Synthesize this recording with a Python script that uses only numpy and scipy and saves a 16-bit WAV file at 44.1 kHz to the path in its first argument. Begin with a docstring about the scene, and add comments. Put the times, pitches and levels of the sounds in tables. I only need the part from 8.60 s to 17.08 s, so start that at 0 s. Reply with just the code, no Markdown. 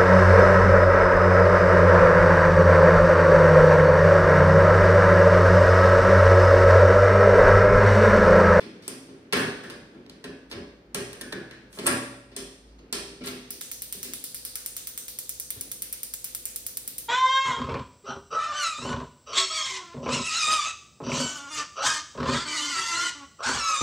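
"""Battery and igniter of a gas stove

Plastic knocks, scrapes and a ringing spring: a battery holder is fitted into a table-top stove and snapped
shut. The burner key is pushed in and latches; gas hisses and sparks crack about 9.5 times a second.
Rattles of contacts sound a plastic panel, decaying modes ring the metal, and shaped noise makes hiss and room.
Two closely spaced microphones listen from the front in a bare, echoing room."""
import sys
import numpy as np
from scipy import signal
from scipy.fft import rfft, irfft
from scipy.io import wavfile
from scipy.ndimage import uniform_filter1d

SR = 44100
rng = np.random.default_rng(int(sys.argv[2]) if len(sys.argv) > 2 else 0)


def transcribe(signal):
    """Save signal, clipped to [-1, 1], as a 16-bit WAV file at the path in sys.argv[1]."""
    frames = np.atleast_2d(signal).T
    limited = np.clip(frames, -1, 1)
    pcm = np.round(limited * 32767).astype(np.int16)
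    wavfile.write(sys.argv[1], SR, pcm)


N = 374100

# fingers shifting on the cabinet: (time [s], level [dB]), and their colour: (frequency [Hz], level [dB per Hz])
HANDLING = [(0, -43.5), (.4, -53), (1.2, -50.5), (2.25, -57.5), (2.6, -49), (3.6, -57.5), (4.05, -59.5),
            (4.5, -52.5), (5.2, -61), (6.8, -62.5), (7.1, -58.5), (7.6, -65), (8.48, -59.5)]
HANDLING_COLOUR = [(28, -37.5), (55, -11), (110, -4.5), (200, 6.5), (400, 4), (750, -19), (1700, -10),
                   (5000, -25.5), (15000, -55)]
# low drone in the room, swelling once: (time [s], level [dB])
DRONE_LEVEL = [(0, -77), (2.1, -60), (3.6, -63.5), (3.85, -55.5), (4.4, -53), (4.7, -63.5), (8.48, -62.5)]
# colour of the room's noise floor: (frequency [Hz], relative level [dB per Hz])
FLOOR_COLOUR = [(28, -26), (50, -20), (80, -2.5), (130, -8.5), (260, -11.5), (500, -8.5), (900, -13),
                (3000, -32), (8000, -46), (15000, -42)]
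# hard plastic knocks of holder, battery, lid and key, all levels relative: (time [s], thump [dB], clack [dB],
# rasp [dB], snap [dB], rattle length [s], direct sound [dB])
KNOCKS = [ (.004, -48.5, -47.5, -46.5, -53, 0.0051, -3), (0.2215, -62, -56, -52, -56, 0.021, -2),
          (.279, -41.5, -46.5, -46, -35, 0.00061, 4), (0.7254, -30.5, -26, -28.5, -34.5, 0.0018, -2),
          (0.7309, -30, -29, -38.5, -34.5, 0.0024, 6), (0.768, -38, -33, -64, -37, 0.0018, 2),
          (0.7735, -33, -40, -48, -40, 0.0026, 1), (0.795, -32.5, -34, -56, -36.5, 0.0019, -4),
          (0.816, -39, -39, -51, -50, 0.0016, 1), (1.036, -44, -49.5, -51, -51, 0.0023, -4),
          (1.099, -44.5, -45.5, -49, -49.5, 0.005, 4), (1.463, -48.5, -73, -71, -85, 0.0017, 15),
          (1.496, -54, -60, -56, -60, .002, 8), (1.64, -39, -47, -48, -53.5, 0.0087, 6.5),
          (1.8986, -66, -61, -58, -55.5, 0.0026, -6), (1.912, -41.5, -48.5, -46.5, -54, 0.0085, 7.5),
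          (1.924, -39, -47.5, -50, -58, 0.0054, 7), (2.3457, -33, -37, -38, -31, 0.0031, 3.5),
          (2.53, -65, -49, -54.5, -47, 0.0026, 5), (2.611, -43.5, -49.5, -49, -42, 0.0038, 7.5),
          (2.7234, -35, -43, -46.5, -50.5, 0.0048, 9.5), (2.91, -68, -47.5, -53.5, -60.5, 0.0018, 3.5),
          (3.128, -64, -60.5, -53.5, -49, 0.0012, -3.5), (3.145, -56.5, -60.5, -61, -45.5, 0.03, -11.5),
          (3.172, -39.5, -46.5, -58, -52, 0.0064, -5), (3.187, -39, -42.5, -44, -45, 0.0064, 4),
          (3.259, -42.5, -29.5, -46.5, -44.5, 0.0055, 5.5), (3.2652, -39.5, -30, -36.5, -25.5, 0.0012, 2),
          (3.2696, -38.5, -30, -45.5, -24, 0.0012, 4), (3.274, -31.5, -29.5, -45.5, -33.5, 0.0015, 8),
          (3.278, -33.5, -29.5, -39, -43, 0.001, 5.5), (3.715, -53, -59, -58, -69, 0.004, -4.5),
          (3.7633, -43, -45, -41, -34, 0.0031, 0), (4.19, -50.5, -67.5, -65, -75, 0.0026, 3),
          (4.3265, -39, -37, -33.5, -29.5, 0.0024, 2), (4.61, -46, -52, -51, -72, 0.0057, -8),
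          (4.638, -45.5, -44.5, -42, -43, 0.013, -5), (4.659, -48, -53, -58, -38.5, 0.004, 2.5),
          (4.67, -44.5, -43.5, -41.5, -42.5, 0.0064, 6), (5.444, -45, -57.5, -43.5, -42, 0.007, 3),
          (6.958, -51, -59.5, -76, -64, 0.0043, 3)]
# centres of thump, clack, rasp and snap: (frequency [Hz])
KNOCK_BANDS_HZ = [300, 1600, 4500, 9000]
# resonance of the plastic front panel: (frequency [Hz], level [dB per Hz])
PLASTIC = [(28, -5.5), (55, -15), (110, 8), (200, 18), (400, 20), (520, 15.5), (800, 8), (1400, 5.5),
           (2500, 11), (4500, 12), (6800, 2.5), (8800, 7.5), (11000, 3.5), (13000, 0.5), (15500, -11.5)]
# modes of the sheet-metal cabinet: (frequency [Hz], level [dB], t60 [s])
CABINET = [(54, -28, 1.43), (121, -11, 1.4), (154, -13.5, .6), (184.6, -8.5, 0.45), (245.5, -8, 0.55),
           (264.7, -6.5, 0.87), (336.4, -8, 0.56), (400, -2.5, 0.45), (417.6, -3, 0.5), (448, -7.5, 0.41),
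           (571.5, -6, 1.02), (687, -7.5, 0.25), (1150, -11, 0.38), (1363, 10.5, 0.11), (1892, -4.5, 0.82),
           (2720, 0.5, 0.65), (2760, -1, .5)]
# after each knock the cabinet settles with a soft thud, its level set against the thump
SETTLE_S, SETTLE_DB, SETTLE_LENGTH_S = 0.036, -3.5, 0.015
# soft pushes of the hand against the cabinet: (time [s], relative level [dB])
PUSHES = [(.485, -42.5), (1.346, -44), (1.972, -39), (3.235, -30.5), (4.607, -41.5), (4.755, -51),
          (4.931, -54.5), (5.344, -45.5)]
PUSH_LENGTH_S = 0.0061
# a soft contact is dull: levels of thump, clack, rasp and snap ([dB])
SOFT_COLOUR = [1, -19.5, -28.5, -32.5]
# plastic slides on plastic: (time [s], length [s], relative level [dB], centre frequency [Hz])
SCRAPES = [(0.232, 0.056, -60, 9000), (0.465, 0.034, -58, 4430), (1.45, .06, -60, 3800),
           (3.093, 0.08, -51, 9000), (3.223, 0.045, -43, 8500), (4.066, 0.025, -62, 4250),
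           (4.64, 0.047, -49, 2290), (4.654, 0.035, -44, 13500), (4.708, 0.053, -46, 3540),
           (5.411, 0.043, -50, 2300)]
SLIPS_PER_S, SCRAPE_FALL_DB = 260, 18  # the fall is per octave away from the centre
# plastic catches snap: (time [s], level [dB]), and their modes: (frequency [Hz], level [dB], t60 [s])
CATCH_SNAPS = [(.279, -33.5), (2.346, -54), (3.266, -22), (3.764, -39)]
CATCH = [(7800, 3, 0.049), (8450, 3, .05), (8800, -0.5, 0.12), (9300, -4, .1)]
# the battery plucks its contact spring: (time [s], level [dB])
PLUCKS = [(.727, -35.5), (.775, -35.5), (1.04, -48), (1.641, -50), (1.91, -55), (2.610, -46), (2.7248, -42),
          (2.91, -57), (3.278, -49)]
# modes of that spring: (frequency [Hz], level [dB], t60 [s])
SPRING = [(1440, -2, 0.54), (1520, -2, 0.84), (1657, -1, 0.81), (1691, 0.5, 0.73), (1785, -4.5, 0.69),
          (2080, -18, 0.34)]
# the spring starts sharp, sinks and buzzes: share of the pitch, time [s], width of its lines [Hz]
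TWANG, TWANG_S, SPRING_BUZZ_HZ = 0.10, 0.04, 13
# soft bumps of the hand on the front panel: (time [s], level [dB], starting frequency [Hz])
BUMPS = [(1.951, -33, 129.8), (2.382, -36.5, 96), (3.301, -45, 120), (6.967, -35.5, 127)]
# the burner key is struck: (time [s], level [dB])
KEY_STRIKES = [(3.765, -56), (4.186, -71.5), (4.328, -45), (4.67, -52.5)]
# modes of the key and its lever: (frequency [Hz], level [dB], t60 [s])
KEY = [(398, 10, 0.92), (684, -7, 0.67), (1350, -4.5, .69), (2070, 0.5, 0.24), (3887, -3, 0.73),
       (4100, 1, 0.57), (4500, -1, 0.49), (4380, 4, 0.25), (4860, 2, 0.34), (6400, 8, 0.24)]
# the gas valve bottoms out: (time [s], level [dB]), and its modes: (frequency [Hz], level [dB], t60 [s])
VALVE_STRIKES = [(4.61, -40.5), (4.69, -41.5)]
VALVE = [(251.1, 3, 0.7), (300, -14, 0.25), (2190, -10, 0.2), (2300, -14, 0.27)]
# colour of the gas hiss: (frequency [Hz], relative level [dB per Hz])
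GAS_COLOUR = [(300, -45), (1000, -35), (4500, 28), (9000, 8), (15000, -4)]
# faint steady tones while the gas is on: (frequency [Hz], level [dB], width [Hz])
GAS_TONES = [(120.7, -68, 3.7), (248, -73.5, 8.3), (505.5, -66.5, 0.43)]
# sparks: (time [s], snap [dB], body against the snap [dB], wall echo [dB])
SPARKS = [(4.9056, -3.0, 2.5, 0.0), (5.0105, -7.0, 7.5, 2.0), (5.1154, -2.5, 3.5, -3.0),
          (5.2208, -0.5, -1.5, -4.0), (5.3255, 0.5, 3.0, -7.5), (5.4303, -1.0, 1.5, -6.5),
          (5.5359, -1.0, 3.5, -7.0), (5.6406, -1.0, 1.0, -7.0), (5.7457, -2.0, 1.0, -4.5),
          (5.8509, -0.5, 2.5, -7.5), (5.9561, 1.0, 3.5, -8.5), (6.0615, 1.5, -1.0, -7.0),
          (6.1665, -0.5, 0.5, -6.0), (6.272, -1.0, 1.5, -6.5), (6.377, -1.0, 2.0, -6.5),
          (6.4823, -6.0, 5.5, -1.0), (6.5879, 1.0, 0.0, -4.0), (6.6935, 2.0, -4.0, -4.5),
          (6.7993, 1.0, -3.0, -4.5), (6.9047, 2.0, -1.5, -4.0), (7.0106, 2.0, -3.5, -5.0),
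          (7.116, -0.5, 0.0, -1.5), (7.2215, 2.0, -1.5, -4.0), (7.3268, 1.0, -3.0, -3.0),
          (7.4325, 0.5, -2.0, -3.0), (7.538, 1.0, -0.5, -1.5), (7.6436, 0.5, -3.0, -1.5),
          (7.7492, 1.5, -1.0, -4.5), (7.8549, 3.0, -5.5, -5.5), (7.9604, 1.0, -2.5, -3.5),
          (8.0656, 2.0, -2.5, -5.0), (8.1714, 3.0, 0.5, -4.5), (8.277, 1.0, -1.0, -4.5),
          (8.3826, 1.0, -3.0, -4.5)]
# colour of a spark: (frequency [Hz], relative level [dB per Hz])
SPARK_COLOUR = [(200, -52), (700, -26.5), (1500, -11.5), (3000, -9.5), (5900, -6), (8500, -1.5),
                (10000, 2.5), (12000, 5), (14000, 0), (15500, -1)]
SPARK_DB, ARC_COLOUR_DB = -5, 2.5  # level common to all sparks; chance colour of each arc
BODY_EDGE_HZ = [4000, 7000]  # a spark's body lies below, its snap above
# each arc is heard again off the burner cap and off the wall
CAP_ECHO_S, CAP_ECHO_DB, WALL_DELAY_S = 0.00036, -9.5, 0.0038
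# echoes off hob and table: (delay [s], relative level [dB])
NEAR_ECHOES = [(.0009, -13), (.0023, -13), (.003, -12), (.0046, -13), (.0067, -13), (.0116, -18)]
# decay of the room: (frequency [Hz], t60 [s])
ROOM_T60 = [(60, 0.58), (250, 0.69), (600, 0.75), (1700, 0.68), (4000, 0.75), (9000, 0.61), (15000, 0.37)]
# diffuse room tails of knocks and of sparks: (frequency [Hz], level [dB])
KNOCK_TAIL = [(60, -16), (150, -28), (400, -30.5), (750, -25.5), (1500, -20.5), (4000, -31), (7000, -25),
              (9500, -39), (12000, -30), (15000, -35.5)]
SPARK_TAIL = [(500, -31.5), (3000, -27), (7000, -25), (12000, -34.5), (15000, -29.5)]
# likeness of left and right in diffuse sound: (frequency [Hz], correlation [-1 to 1])
LIKENESS = [(50, 0.94), (380, 0.98), (600, 0.51), (900, 0), (2000, 0.0019), (5000, 0), (7000, 0.4),
            (9000, 1), (11700, 1), (15000, 0.99)]
EDGES_HZ = np.geomspace(25, 18000, 21)  # edges of the half-octave noise bands
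LEFT_LAG_S, CUTOFF_HZ = 0.000215, 16000


def from_db(db):
    """Decibels to gain."""
    return 10 ** (np.asarray(db) / 20)


def rms_one(x):
    """Scale to unit rms."""
    return x / np.sqrt(np.mean(x ** 2) + 1e-20)


def unit_energy(x):
    """Scale to unit energy."""
    return x / np.sqrt(np.sum(x ** 2) + 1e-20)


def at_hz(points, hz):
    """Read a table on a log-frequency axis."""
    table_hz, values = np.transpose(points)
    return np.interp(np.log(hz), np.log(table_hz), values)


def bins_hz(size):
    """Spectrum frequencies, nudged up by 1 Hz to keep logarithms finite."""
    return np.fft.rfftfreq(size, 1 / SR) + 1


def fader(rows):
    """Gain per sample from (time [s], level [dB]) rows."""
    return from_db(np.interp(np.arange(N) / SR, *np.transpose(rows)))


def decay(t, t60):
    """Exponential fade that loses 60 dB in t60 seconds."""
    return np.exp(-np.log(1000) * t / t60)


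def band(x, low, high, order=2):
    """Causal band-pass."""
    edges = [low, min(high, SR / 2 - 100)]
    return signal.sosfilt(signal.butter(order, edges, "band", fs=SR, output="sos"), x)


def add(track, s, sound):
    """Mix a sound in at a time."""
    at = max(0, round(s * SR))
    track[at:at + len(sound)] += sound[:max(0, len(track) - at)]


def convolve(x, response):
    """Play a mono track through a mono or stereo response."""
    return signal.fftconvolve(x[None], np.atleast_2d(response), axes=1)[:, :N]


def coloured(pulse, colour_db):
    """Causal (minimum-phase) filter; colour_db holds one level for each bin of the pulse's spectrum."""
    half = len(pulse) // 2
    cepstrum = irfft(np.log(from_db(colour_db)))
    # folding the cepstrum forward makes the filter causal
    cepstrum[1:half] *= 2
    cepstrum[half + 1:] = 0
    return irfft(rfft(pulse) * np.exp(rfft(cepstrum)))


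def phase_wander(size, width_hz):
    """Random walk of phase that widens a spectral line."""
    return np.cumsum(rng.standard_normal(size)) * np.sqrt(2 * np.pi * abs(width_hz) / SR)


def wavering(hz, width_hz):
    """A tone of unit rms whose phase wanders."""
    phase = 2 * np.pi * hz * np.arange(N) / SR + phase_wander(N, width_hz)
    return rms_one(band(np.sin(phase), hz * 0.85, hz / 0.85))


def diffuse(colour, size, dying=False):
    """Stereo noise in half-octave bands; when dying, each band fades as the room does."""
    white = rng.standard_normal((2, 2, size))
    t = np.arange(size) / SR
    out = 0
    for k, (low, high) in enumerate(zip(EDGES_HZ, EDGES_HZ[1:])):
        hz = np.sqrt(low * high)
        fade = decay(t, at_hz(ROOM_T60, hz)) if dying else np.ones(size)
        # every band holds the energy that its width and decay give it
        strength = from_db(at_hz(colour, hz)) * np.sqrt(np.sum(fade ** 2) * 2 * (high - low) / SR)
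        mid, side = (strength * unit_energy(noise * fade) for noise in band(white[k % 2], low, high))
        alike = np.clip(at_hz(LIKENESS, hz), -1, 1)
        out = out + np.sqrt((1 + alike) / 2) * mid + np.sqrt((1 - alike) / 2) * side * [[1], [-1]]
    return out


def room(colour, build_s):
    """One second of reverberation that builds up and dies away."""
    build = 1 - np.exp(-np.arange(SR) / SR / build_s)
    return diffuse(colour, size=SR, dying=True) * build


def near_echoes(strength_db):
    """The direct path followed by bounces off hob and table."""
    response = signal.unit_impulse(SR)
    for delay_s, db in NEAR_ECHOES:
        add(response, delay_s, from_db([db + strength_db]))
    return response


def ringing(modes, sharp=0, buzz_hz=0):
    """One second of decaying, unevenly struck modes; they may start sharp and sink, and buzz."""
    t = np.arange(SR) / SR
    bent_time = t + sharp * TWANG_S * (1 - np.exp(-t / TWANG_S))
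    out = 0
    for hz, db, t60 in modes:
        wander = phase_wander(SR, buzz_hz) if buzz_hz else 0
        strength = from_db(db + rng.standard_normal()) * rng.choice([-1, 1])
        out = out + strength * np.sin(2 * np.pi * hz * bent_time + wander) * decay(t, t60)
    return out


def struck(events, modes, sharp=0, buzz_hz=0):
    """A small part rings on after each (time [s], level [dB]) contact."""
    track = np.zeros(N)
    for s, db in events:
        add(track, s, from_db(db) * ringing(modes, sharp, buzz_hz))
    return track


def fingers():
    """Fingers rub the cabinet: dark noise that follows the hand."""
    return fader(HANDLING) * rms_one(diffuse(HANDLING_COLOUR, size=N))


def drone():
    """Two close low tones beat unevenly as their phases wander."""
    return fader(DRONE_LEVEL) * rms_one(wavering(53, 3.1) + 0.95 * wavering(56, 4.8))


def room_floor(level_db=-63.0):
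    """Steady diffuse noise of the room."""
    return from_db(level_db) * rms_one(diffuse(FLOOR_COLOUR, size=N))


def rattle(length_s, rub_db=-14, rise_s=0.0008, size=8192):
    """A quick, dying flurry of separate contacts over light rubbing, with equal energy at all pitches."""
    t = np.arange(size) / SR
    touching = rng.random(size) < 2200 / SR  # mean contacts per second
    sizes = from_db(4 * np.minimum(rng.exponential(1, size), 3)) * rng.choice([-1, 1], size)
    contacts = touching * sizes + from_db(rub_db) * rng.standard_normal(size)
    contacts *= np.exp(-t / max(length_s, 0.0005)) * (1 - np.exp(-t / rise_s))
    power = uniform_filter1d(np.abs(rfft(contacts)) ** 2, size=30)
    return coloured(contacts, -10 * np.log10(power + 1e-9))


def spot_resonances(hz):
    """Every spot of the plastic favours its own short-lived midrange and treble modes (dB)."""
    grid = np.arange(0, CUTOFF_HZ, 200)
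    chance_db = 2.3 * np.interp(hz, grid, rng.standard_normal(len(grid)))
    return chance_db * np.clip(hz / 700 - 1, 0, 1)


def strike(levels_db, length_s):
    """A rattle of contacts through the plastic panel, with its own thump, clack, rasp and snap."""
    contacts = rattle(length_s)
    hz = bins_hz(len(contacts))
    colour_db = at_hz(PLASTIC, hz) + np.interp(np.log(hz), np.log(KNOCK_BANDS_HZ), levels_db)
    return coloured(contacts, colour_db + spot_resonances(hz))


def scrape(length_s, hz, rub_db=-14, size=8192):
    """Uneven slips over light rubbing that grow through the stroke and die quickly at its stop."""
    t = np.arange(size) / SR
    slipping = rng.random(size) < SLIPS_PER_S / SR
    slips = slipping * rng.uniform(1, 4, size) * rng.choice([-1, 1], size)
    stroke = np.minimum(t / length_s, 1) * np.exp(-np.maximum(t - length_s, 0) / 0.005)
    grains = unit_energy((slips + from_db(rub_db) * rng.standard_normal(size)) * stroke)
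    octaves = np.abs(np.log2((np.fft.rfftfreq(size, 1 / SR) + 100) / hz))
    return coloured(grains, 10 - SCRAPE_FALL_DB * octaves)


def blows():
    """Every panel contact as (time [s], direct sound [dB], sound): knocks, thuds, pushes and scrapes."""
    soft = np.array(SOFT_COLOUR)
    for s, thump_db, *bright_db, length_s, exposed_db in KNOCKS:
        yield s, exposed_db, strike([thump_db, *bright_db], length_s)
        yield s + SETTLE_S, 0, strike(thump_db + SETTLE_DB + soft, SETTLE_LENGTH_S)
    for s, db in PUSHES:
        yield s, 0, strike(db + soft, PUSH_LENGTH_S)
    for s, length_s, db, hz in SCRAPES:
        yield s, 0, from_db(db) * scrape(length_s, hz)


def from_the_left(x, bass_db=-24.0):
    """Direct sound of the panel: little bass, and a midrange that reaches the left microphone first."""
    hz = bins_hz(N)
    lead_s = 0.0004 * np.interp(hz, [400, 2500, 4000, 9000], [0, 1, 1, 0])
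    spectrum = rfft(x) * from_db(at_hz([(400, bass_db), (900, 0.0021)], hz))
    return irfft([spectrum, spectrum * np.exp(-2j * np.pi * hz * lead_s)], N)


def knocks(blow_db=26.5, cabinet_db=-46.0, direct_db=-2.0):
    """Each blow sounds the panel, cabinet and room; exposed spots are heard more directly."""
    plastic, facing, metal = np.zeros((3, N))
    for s, exposed_db, sound in blows():
        blow = from_db(blow_db) * sound
        add(plastic, s, blow)
        add(facing, s, from_db(direct_db + exposed_db) * blow)
        # each blow lands elsewhere and stirs the modes in its own mix
        add(metal, s, from_db(cabinet_db) * signal.fftconvolve(blow, ringing(CABINET)))
    direct = from_the_left(convolve(facing, near_echoes(strength_db=-13.0))[0])
    return direct + metal + convolve(plastic, room(KNOCK_TAIL, build_s=0.0004))


def catches():
    """Plastic catches ping when they snap: short, high modes."""
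    return struck(CATCH_SNAPS, CATCH)


def contact_spring():
    """A plucked spring starts sharp, sinks to its own pitch and buzzes against the battery."""
    return struck(PLUCKS, SPRING, TWANG, SPRING_BUZZ_HZ)


def bumps(t60=0.11, sag=0.33):
    """A fingertip's low thud, its pitch sagging as the pressure eases."""
    track = np.zeros(N)
    t = np.arange(SR // 2) / SR
    fade = decay(t, t60)
    swell = 1 - np.exp(-t / 0.0063)
    for s, db, hz in BUMPS:
        phase = 2 * np.pi * np.cumsum(hz * (1 - sag * (1 - fade))) / SR
        add(track, s, from_db(db) * np.sin(phase) * fade * swell)
    return track


def burner_key():
    """The key and its lever ring in their own modes when struck."""
    return struck(KEY_STRIKES, KEY)


def valve_knock():
    """The gas valve bottoms out with a hollow knock of decaying modes."""
    return struck(VALVE_STRIKES, VALVE)


def gas(hiss_db=-61, opens_s=4.65, opening_s=0.074):
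    """Shaped noise hisses with faint wavering tones once the valve opens."""
    opening = np.clip((np.arange(N) / SR - opens_s) / opening_s, 0, 1)
    hiss = from_db(hiss_db) * rms_one(diffuse(GAS_COLOUR, size=N))
    tones = sum(from_db(db) * wavering(hz, width_hz) for hz, db, width_hz in GAS_TONES)
    return opening * (hiss + tones)


def crack(body_db, size=256):
    """One spark: a sharp pressure jump whose colour shifts with the path that the arc takes."""
    hz = bins_hz(size)
    path_db = np.interp(hz, np.linspace(0, CUTOFF_HZ, 14), rng.normal(0, ARC_COLOUR_DB, 14))
    colour_db = at_hz(SPARK_COLOUR, hz) + path_db + np.interp(hz, BODY_EDGE_HZ, [body_db, 0])
    return unit_energy(coloured(signal.unit_impulse(size), colour_db))


def igniter(count=4, room_follows=0.15):
    """Each arc throws its snap unevenly in all directions, so the room varies less than the direct sound."""
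    sparks = np.zeros(N)
    stirs = np.zeros((count, N))  # each feeds its own room tail
    for s, db, body_db, wall_db in SPARKS:
        for delay_s, path_db in ((0, 0), (CAP_ECHO_S, CAP_ECHO_DB), (WALL_DELAY_S, wall_db)):
            add(sparks, s + delay_s, from_db(SPARK_DB + db + path_db) * crack(body_db))
        spread = from_db(SPARK_DB + room_follows * db) * crack(room_follows * body_db)
        for stir, share in zip(stirs, unit_energy(rng.standard_normal(count))):
            add(stir, s, share * spread)
    direct = convolve(sparks, near_echoes(strength_db=-2.5))
    return direct + sum(convolve(stir, room(SPARK_TAIL, build_s=0.001)) for stir in stirs)


def scene():
    """Everything at the two microphones."""
    background = fingers() + drone() + room_floor()
    handling = knocks() + catches() + contact_spring() + bumps() + burner_key()
    return background + handling + valve_knock() + gas() + igniter()


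def record(dry):
    """Treble reaches the left channel slightly late, the ports colour it unequally; deep bass and top are cut."""
    dry = signal.sosfilt(signal.butter(4, 36, "high", fs=SR, output="sos"), dry)
    hz = bins_hz(N)
    lag_s = LEFT_LAG_S * np.clip((hz - 1500) / 1500, 0, 1)
    # (frequency [Hz], left against right [dB]), half given to each side
    balance = [(800, 0), (1800, 0.2), (3500, 0.0), (5300, -2.5), (7200, 0.0)]
    tilt = from_db(at_hz(balance, hz) / 2)
    left = irfft(rfft(dry[0]) * tilt * np.exp(-2j * np.pi * hz * lag_s), N)
    right = irfft(rfft(dry[1]) / tilt, N)
    return signal.sosfilt(signal.ellip(8, 0.3, 70, CUTOFF_HZ, fs=SR, output="sos"), [left, right])


dry = scene()
out = record(dry)
transcribe(out)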